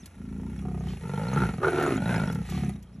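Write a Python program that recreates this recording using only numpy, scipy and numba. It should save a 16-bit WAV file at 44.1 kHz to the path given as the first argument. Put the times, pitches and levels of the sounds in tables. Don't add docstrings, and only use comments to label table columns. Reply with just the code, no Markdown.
import sys
import numpy as np
from scipy import signal
from scipy.fft import rfft, irfft
from scipy.io import wavfile
from scipy.ndimage import uniform_filter1d
from numba import njit

SR = 44100
rng = np.random.default_rng(int(sys.argv[2]) if len(sys.argv) > 2 else 0)


def wav_record(signal):
    frames = np.transpose(np.atleast_2d(signal))
    bounded = np.clip(frames, -1, 1)
    quanta = np.round(bounded * 32767).astype(np.int16)
    wavfile.write(sys.argv[1], SR, quanta)


N = 132300
TIME = np.arange(N) / SR


def from_db(db):
    return 10 ** (np.asarray(db) / 20)


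def in_time(rows):
    s, *columns = np.transpose(rows)
    return [np.interp(TIME, s, column) for column in columns]


def band(x, low_hz, high_hz, order=2):
    edges = [low_hz, min(high_hz, .45 * SR)]
    return signal.sosfilt(signal.butter(order, edges, "band", fs=SR, output="sos"), x + 1e-18)


def even(x):
    power = uniform_filter1d(uniform_filter1d(x * x, size=2200), size=1500)
    return x / np.sqrt(np.abs(power) + 1e-16)


def clicks(times, gains):
    out = np.zeros(N)
    at = np.clip(np.asarray(times) * SR, 0, N - 1).astype(int)
    np.add.at(out, at, gains)
    return out


def fade(x, decay_s):
    return signal.lfilter([1], [1, -np.exp(-1 / (decay_s * SR))], x + 1e-18)


@njit
def two_pole(x, r, w):
    out, state = np.zeros(len(x)), 0j
    for i in range(len(x)):
        state = state * r[i] * complex(np.cos(w[i]), np.sin(w[i])) + (1 - r[i]) * x[i]
        out[i] = 2 * state.real
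    return out


def resonate(x, hz, width_hz, order=1):
    damping = np.exp(-np.pi * np.abs(width_hz) / SR) * np.ones(N)
    turn = 2 * np.pi * hz / SR * np.ones(N)
    for _ in range(order):
        x = two_pole(x + 1e-18, damping, turn)
    return x


def coloured(spectrum, side_db):
    hz, db = np.transpose(spectrum)
    bins_hz = np.arange(N // 2 + 1) * SR / N
    gain = from_db(np.interp(np.log(bins_hz + 1), np.log(hz), db))
    mid, side = irfft(rfft(rng.standard_normal((2, N))) * gain, N)
    return (mid + from_db(side_db) * side * np.array([[1], [-1]])) / mid.std()


# (frequency [Hz], relative density [dB per Hz])
AIR_SPECTRUM = [(25, 6), (60, 17), (250, 3), (500, -3.5), (2200, -20), (4000, -22.5), (14000, -63)]
AIR_DB = -51.5


def still_air():
    return from_db(AIR_DB) * coloured(AIR_SPECTRUM, side_db=0).mean(axis=0)


CHIRP_S, CHIRP_FALL_HZ_PER_S = .022, 55000

# (time of the top [s], top pitch [Hz], peak level [dB])
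CHIRPS = [(.009, 6400, -56), (2.946, 5800, -68)]


def bird():
    out = np.zeros(N)
    for s, top_hz, db in CHIRPS:
        hz = np.maximum(top_hz - CHIRP_FALL_HZ_PER_S * np.abs(TIME - s), top_hz / 2)
        bell = np.exp(-((TIME - s) / CHIRP_S) ** 2)
        out += from_db(db) * bell * np.sin(2 * np.pi * np.cumsum(hz) / SR)
    return out


SNAP_DECAY_S, KNOCK_WIDTH_HZ = 0.0074, 35

# (time [s], level of the envelope [dB])
SNAPS = [(0.058, -39), (1.799, -44), (1.826, -37), (2.325, -41), (2.348, -43), (2.499, -38.5),
         (2.827, -49.5)]
# (time [s], pitch [Hz], peak level [dB])
KNOCKS = [(0.886, 3080, -43), (1.284, 4250, -41), (2.056, 3840, -40)]


def stalks():
    s, db = np.transpose(SNAPS)
    bright = band(rng.standard_normal(N), 2100, 23000, order=1)
    snaps = fade(clicks(s, from_db(db)), SNAP_DECAY_S) * bright
    knocks = sum(resonate(clicks([s], from_db(db)), hz, KNOCK_WIDTH_HZ) for s, hz, db in KNOCKS)
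    return snaps + knocks * SR / (2 * np.pi * KNOCK_WIDTH_HZ)


# (time [s], half length to 1/e [s], peak level [dB])
SWISHES = [(0.907, 0.062, -53), (2.546, 0.09, -48)]


def swishes():
    level = sum(from_db(db) * np.exp(-((TIME - s) / half_s) ** 2) for s, half_s, db in SWISHES)
    return level * even(band(rng.standard_normal(N), 1450, 3600, order=1))


HISS_DB, HISS_FOLLOWS = -20, 0.66
HISS_SIDE_DB = -10
TICKS_PER_S, TICK_WIDTH_HZ, TICK_DB = 77, 64, -8.5

# (frequency [Hz], relative density [dB per Hz])
HISS_SPECTRUM = [(2500, 6.5), (4200, -10.5), (5600, 2.5), (7000, -0.5), (8500, -1.5), (10600, 7.5),
                 (12300, -13.5), (13600, -11)]


def hiss(puff, throb=0.24, crackle=0.32, grains_per_s=200, grain_s=0.001):
    grains = fade((rng.random(N) < grains_per_s / SR) * rng.exponential(1, N), grain_s)
    shape = even(1 + throb * even(puff) + crackle * even(grains))
    pitches = np.geomspace(3200, 11000, 24)
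    born = (rng.random(N) < TICKS_PER_S / SR) * rng.exponential(1, N)
    dealt = rng.integers(0, len(pitches), N)
    ticks = sum(resonate(born * (dealt == k), hz, TICK_WIDTH_HZ) for k, hz in enumerate(pitches))
    noise = shape * coloured(HISS_SPECTRUM, side_db=HISS_SIDE_DB)
    grass = noise + from_db(TICK_DB) * ticks / ticks.std()
    rasp_db = in_time(VOICE_LEVELS)[-1]
    return from_db(HISS_DB + HISS_FOLLOWS * rasp_db) * grass


JITTER_S, SHIMMER_DB, CLAP_SHIMMER_DB = .0004, 2.5, 3
CLAP_LAG_S, SLOW_FLAP_HZ, FAST_FLAP_HZ = .0135, 34.33, 46.26
PUFF_DECAY_S = 0.0071

# (time [s], rate [flaps per s])
FLAP_RATE = [(0.0, 35.8), (0.06, 29.2), (0.3, 26.8), (0.58, 33.1), (0.88, 31.5), (0.98, 25.1), (1.06, 46.2),
             (1.18, 49.7), (1.37, 71.7), (1.56, 37.3), (1.64, 79.0), (1.86, 76.0), (2.0, 42.4),
             (2.07, 61.5), (2.24, 50.9), (2.46, 25.0), (2.53, 36.6), (2.65, 34.1), (2.75, 29.5)]


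def folds():
    rate, = in_time(FLAP_RATE)
    at = np.flatnonzero(np.diff(np.floor(np.cumsum(rate) / SR)))
    chance = rng.standard_normal((len(at), 4))
    push_s = at / SR + JITTER_S * chance[:, 0]
    slowness = np.clip((FAST_FLAP_HZ - rate[at]) / (FAST_FLAP_HZ - SLOW_FLAP_HZ), 0, 1)
    clap_s = push_s + CLAP_LAG_S * slowness + JITTER_S * chance[:, 3]
    push_db = SHIMMER_DB * chance[:, 1]
    push = clicks(push_s, from_db(push_db))
    clap = clicks(clap_s, from_db(push_db + CLAP_SHIMMER_DB * chance[:, 2]))
    return push, clap, fade(clap, PUFF_DECAY_S)


def roughen(pulses, puff, puffed, steady):
    in_puffs = even(puff * rng.standard_normal(N))
    return even(pulses) + puffed * in_puffs + steady * rng.standard_normal(N)


WAVER, WAVER_S = 0.023, .03


def waver(hz):
    return hz * (1 + WAVER * np.interp(TIME / WAVER_S, np.arange(N), rng.standard_normal(N)))


CHEST_DB, PHARYNX_DB, THROAT_DB, MOUTH_DB, RASP_DB, RUMBLE_DB = 0.5, -3, -4.5, -0.5, -1, 1
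CHEST_WIDTH_HZ, PHARYNX_WIDTH_HZ, THROAT_WIDTH_HZ, MOUTH_WIDTH_HZ = 165, 127, 48, 38
CHEST_GAPE_HZ, PHARYNX_GAPE_HZ, THROAT_GAPE_HZ, MOUTH_GAPE_HZ = 150, 232, 236, 182
BODY_HZ, BODY_WIDTH_HZ, BODY_DB = 124.7, 75, -7
RUMBLE_HZ, RUMBLE_WIDTH_HZ = 64.2, 31
PUSH_PUFFED, PUSH_STEADY, CLAP_PUFFED, CLAP_STEADY, RASP_PUFFED = .25, .2, .45, .12, 1.9

# (time [s], chest [dB], low throat [dB], mouth [dB], rasp [dB])
VOICE_LEVELS = [(0.035, -47, -85, -75, -64), (0.09, -77, -77, -73, -66.5), (0.2, -40, -74, -68, -68),
                (0.45, -35, -57, -67.5, -64), (0.6, -37, -66, -64.5, -59), (0.655, -33, -48, -57.5, -64),
                (0.92, -33, -54.5, -61.5, -59), (1.005, -47, -62.5, -78, -56),
                (1.04, -34.5, -51.5, -55, -54.5), (1.2, -31, -41, -47.5, -48.5),
                (1.3, -31.5, -45.5, -48, -48), (1.38, -23.5, -36.5, -33, -42),
                (1.46, -26.5, -37.5, -36.5, -42.5), (1.52, -36.5, -51.5, -55, -51.5),
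                (1.61, -33, -56, -51, -57), (1.64, -27.5, -37.5, -24.5, -46.5),
                (1.685, -25.5, -38, -34, -40.5), (1.715, -33, -45, -44.5, -43.5),
                (1.75, -27, -39, -37.5, -42), (1.84, -25.5, -38.5, -33, -39.5),
                (1.95, -26.5, -49, -40.5, -39.5), (2.0, -29.5, -47, -49, -52), (2.12, -26, -40, -37, -38.5),
                (2.3, -30, -47, -46, -49.5), (2.41, -31, -56.5, -58, -57), (2.455, -49.5, -61, -66, -55.5),
                (2.52, -31, -49, -51.5, -52), (2.68, -28, -45.5, -55.5, -50), (2.82, -50, -78, -84, -77),
                (2.88, -57, -100, -72, -77), (2.98, -42.5, -88, -77, -76)]
# (time [s], level [dB])
RUMBLE_LEVEL = [(.1, -54.5), (.33, -43), (.9, -36.5), (1.06, -49), (1.2, -50), (1.44, -33), (1.6, -48),
                (2.15, -43), (2.47, -40.5), (2.6, -35), (2.87, -53.5)]
# (time [s], chest [Hz], throat [Hz], mouth [Hz])
JAW = [(.5, 195, 920, 1360), (.65, 160, 724, 1232), (.95, 144, 770, 1192), (1.08, 137, 898, 1348),
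       (1.45, 162, 850, 1347), (1.59, 152, 750, 1230), (1.635, 444, 820, 1240), (1.71, 288, 770, 1410),
       (1.83, 288, 740, 1360), (1.93, 258, 750, 1226), (2.0, 165, 820, 1426), (2.13, 175, 946, 1530),
       (2.42, 150, 840, 1318), (2.52, 164, 750, 1204),]
# (time [s], frequency [Hz])
PHARYNX = [(.95, 358), (1.1, 467), (1.34, 496), (1.39, 344), (1.5, 357), (1.65, 570), (1.86, 620),
           (2.3, 485), (2.55, 335)]
# (time [s], gape [share 0-1])
GAPE = [(1.2, 0.11), (1.45, 0.22), (1.58, 0.4), (1.64, 0.9), (1.9, 0.8), (2.02, 0.04), (2.12, 0.63),
        (2.4, 0.02)]
# (frequency [Hz], width [Hz], relative level [dB])
RASP_MODES = [(1940, 480, 14), (2360, 1300, -1.5), (3340, 390, -18.5), (4550, 430, -9.5)]


def growl(push, clap, puff):
    chest_db, throat_db, mouth_db, rasp_db = in_time(VOICE_LEVELS)
    rumble_db, = in_time(RUMBLE_LEVEL)
    chest_hz, throat_hz, mouth_hz, pharynx_hz = [waver(hz) for hz in in_time(JAW) + in_time(PHARYNX)]
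    gape = np.clip(in_time(GAPE)[0], 0, 1)

    drive = roughen(push, puff, puffed=PUSH_PUFFED + 0.51 * gape, steady=PUSH_STEADY + 0.34 * gape)
    chest = even(resonate(drive, chest_hz, CHEST_WIDTH_HZ + CHEST_GAPE_HZ * gape, order=4))
    chest += from_db(BODY_DB) * even(resonate(drive, BODY_HZ, BODY_WIDTH_HZ, order=2))
    rumble = resonate(drive, RUMBLE_HZ, RUMBLE_WIDTH_HZ, order=2)

    drive = roughen(clap, puff, puffed=CLAP_PUFFED + 2.0 * gape, steady=CLAP_STEADY + 0.64 * gape)
    pharynx = resonate(drive, pharynx_hz, PHARYNX_WIDTH_HZ + PHARYNX_GAPE_HZ * gape, order=2)
    throat = resonate(drive, throat_hz, THROAT_WIDTH_HZ + THROAT_GAPE_HZ * gape)
    mouth = resonate(drive, mouth_hz, MOUTH_WIDTH_HZ + MOUTH_GAPE_HZ * gape)
    mouth = resonate(mouth, mouth_hz, 720)

    drive = roughen(clap, puff, puffed=RASP_PUFFED, steady=1.5 - gape)
    rasp = np.zeros(N)
    for k, (hz, width_hz, db) in enumerate(RASP_MODES):
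        rasp += (-1) ** k * from_db(db) * resonate(drive, hz, width_hz)

    pharynx_db = throat_db + .3 * (chest_db - throat_db)
    return (from_db(CHEST_DB + chest_db) * even(band(chest, 86, 600))
            + from_db(PHARYNX_DB + pharynx_db) * even(band(pharynx, 217, 1050))
            - from_db(THROAT_DB + throat_db) * even(band(throat, 390, 1100))
            + from_db(MOUTH_DB + mouth_db) * even(mouth)
            + from_db(RASP_DB + rasp_db) * even(band(rasp, 1840, 5400))
            + from_db(RUMBLE_DB + rumble_db) * even(band(rumble, 44, 150)))


SCATTER_DB, SCATTER_T60_S = -5, 0.15


def scatter(x):
    t = TIME[:SR // 2]
    tail = rng.standard_normal(len(t)) * from_db(-60 * t / SCATTER_T60_S)
    tail /= np.linalg.norm(tail)
    return from_db(SCATTER_DB) * signal.fftconvolve(band(x, 221, 6700), tail)[:N]


SNARL_PAN_DB = -2.5


def lean(voice):
    gains = from_db(SNARL_PAN_DB * np.array([[.5], [-.5]]))
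    return (gains - 1) * band(voice, 500, 840, order=1)


def scene():
    push, clap, puff = folds()
    voice = growl(push, clap, puff)
    voice = voice + scatter(voice)
    return voice + lean(voice) + hiss(puff) + swishes() + stalks() + bird() + still_air()


LOW_CUT_HZ, CUTOFF_HZ = 42, 13000

# (centre [Hz], width [Hz])
PHASE_TURNS = [(4950, 560), (9000, 2360)]


def record(dry):
    left, right = signal.sosfilt(signal.butter(4, LOW_CUT_HZ, "high", fs=SR, output="sos"), dry)
    for hz, width_hz in PHASE_TURNS:
        notched = signal.lfilter(*signal.iirnotch(hz, hz / width_hz, fs=SR), right)
        right = 2 * notched - right
    top_cut = signal.ellip(10, .1, 80, CUTOFF_HZ, fs=SR, output="sos")
    return signal.sosfilt(top_cut, np.array([left, right]))


dry = scene()
out = record(dry)
wav_record(out)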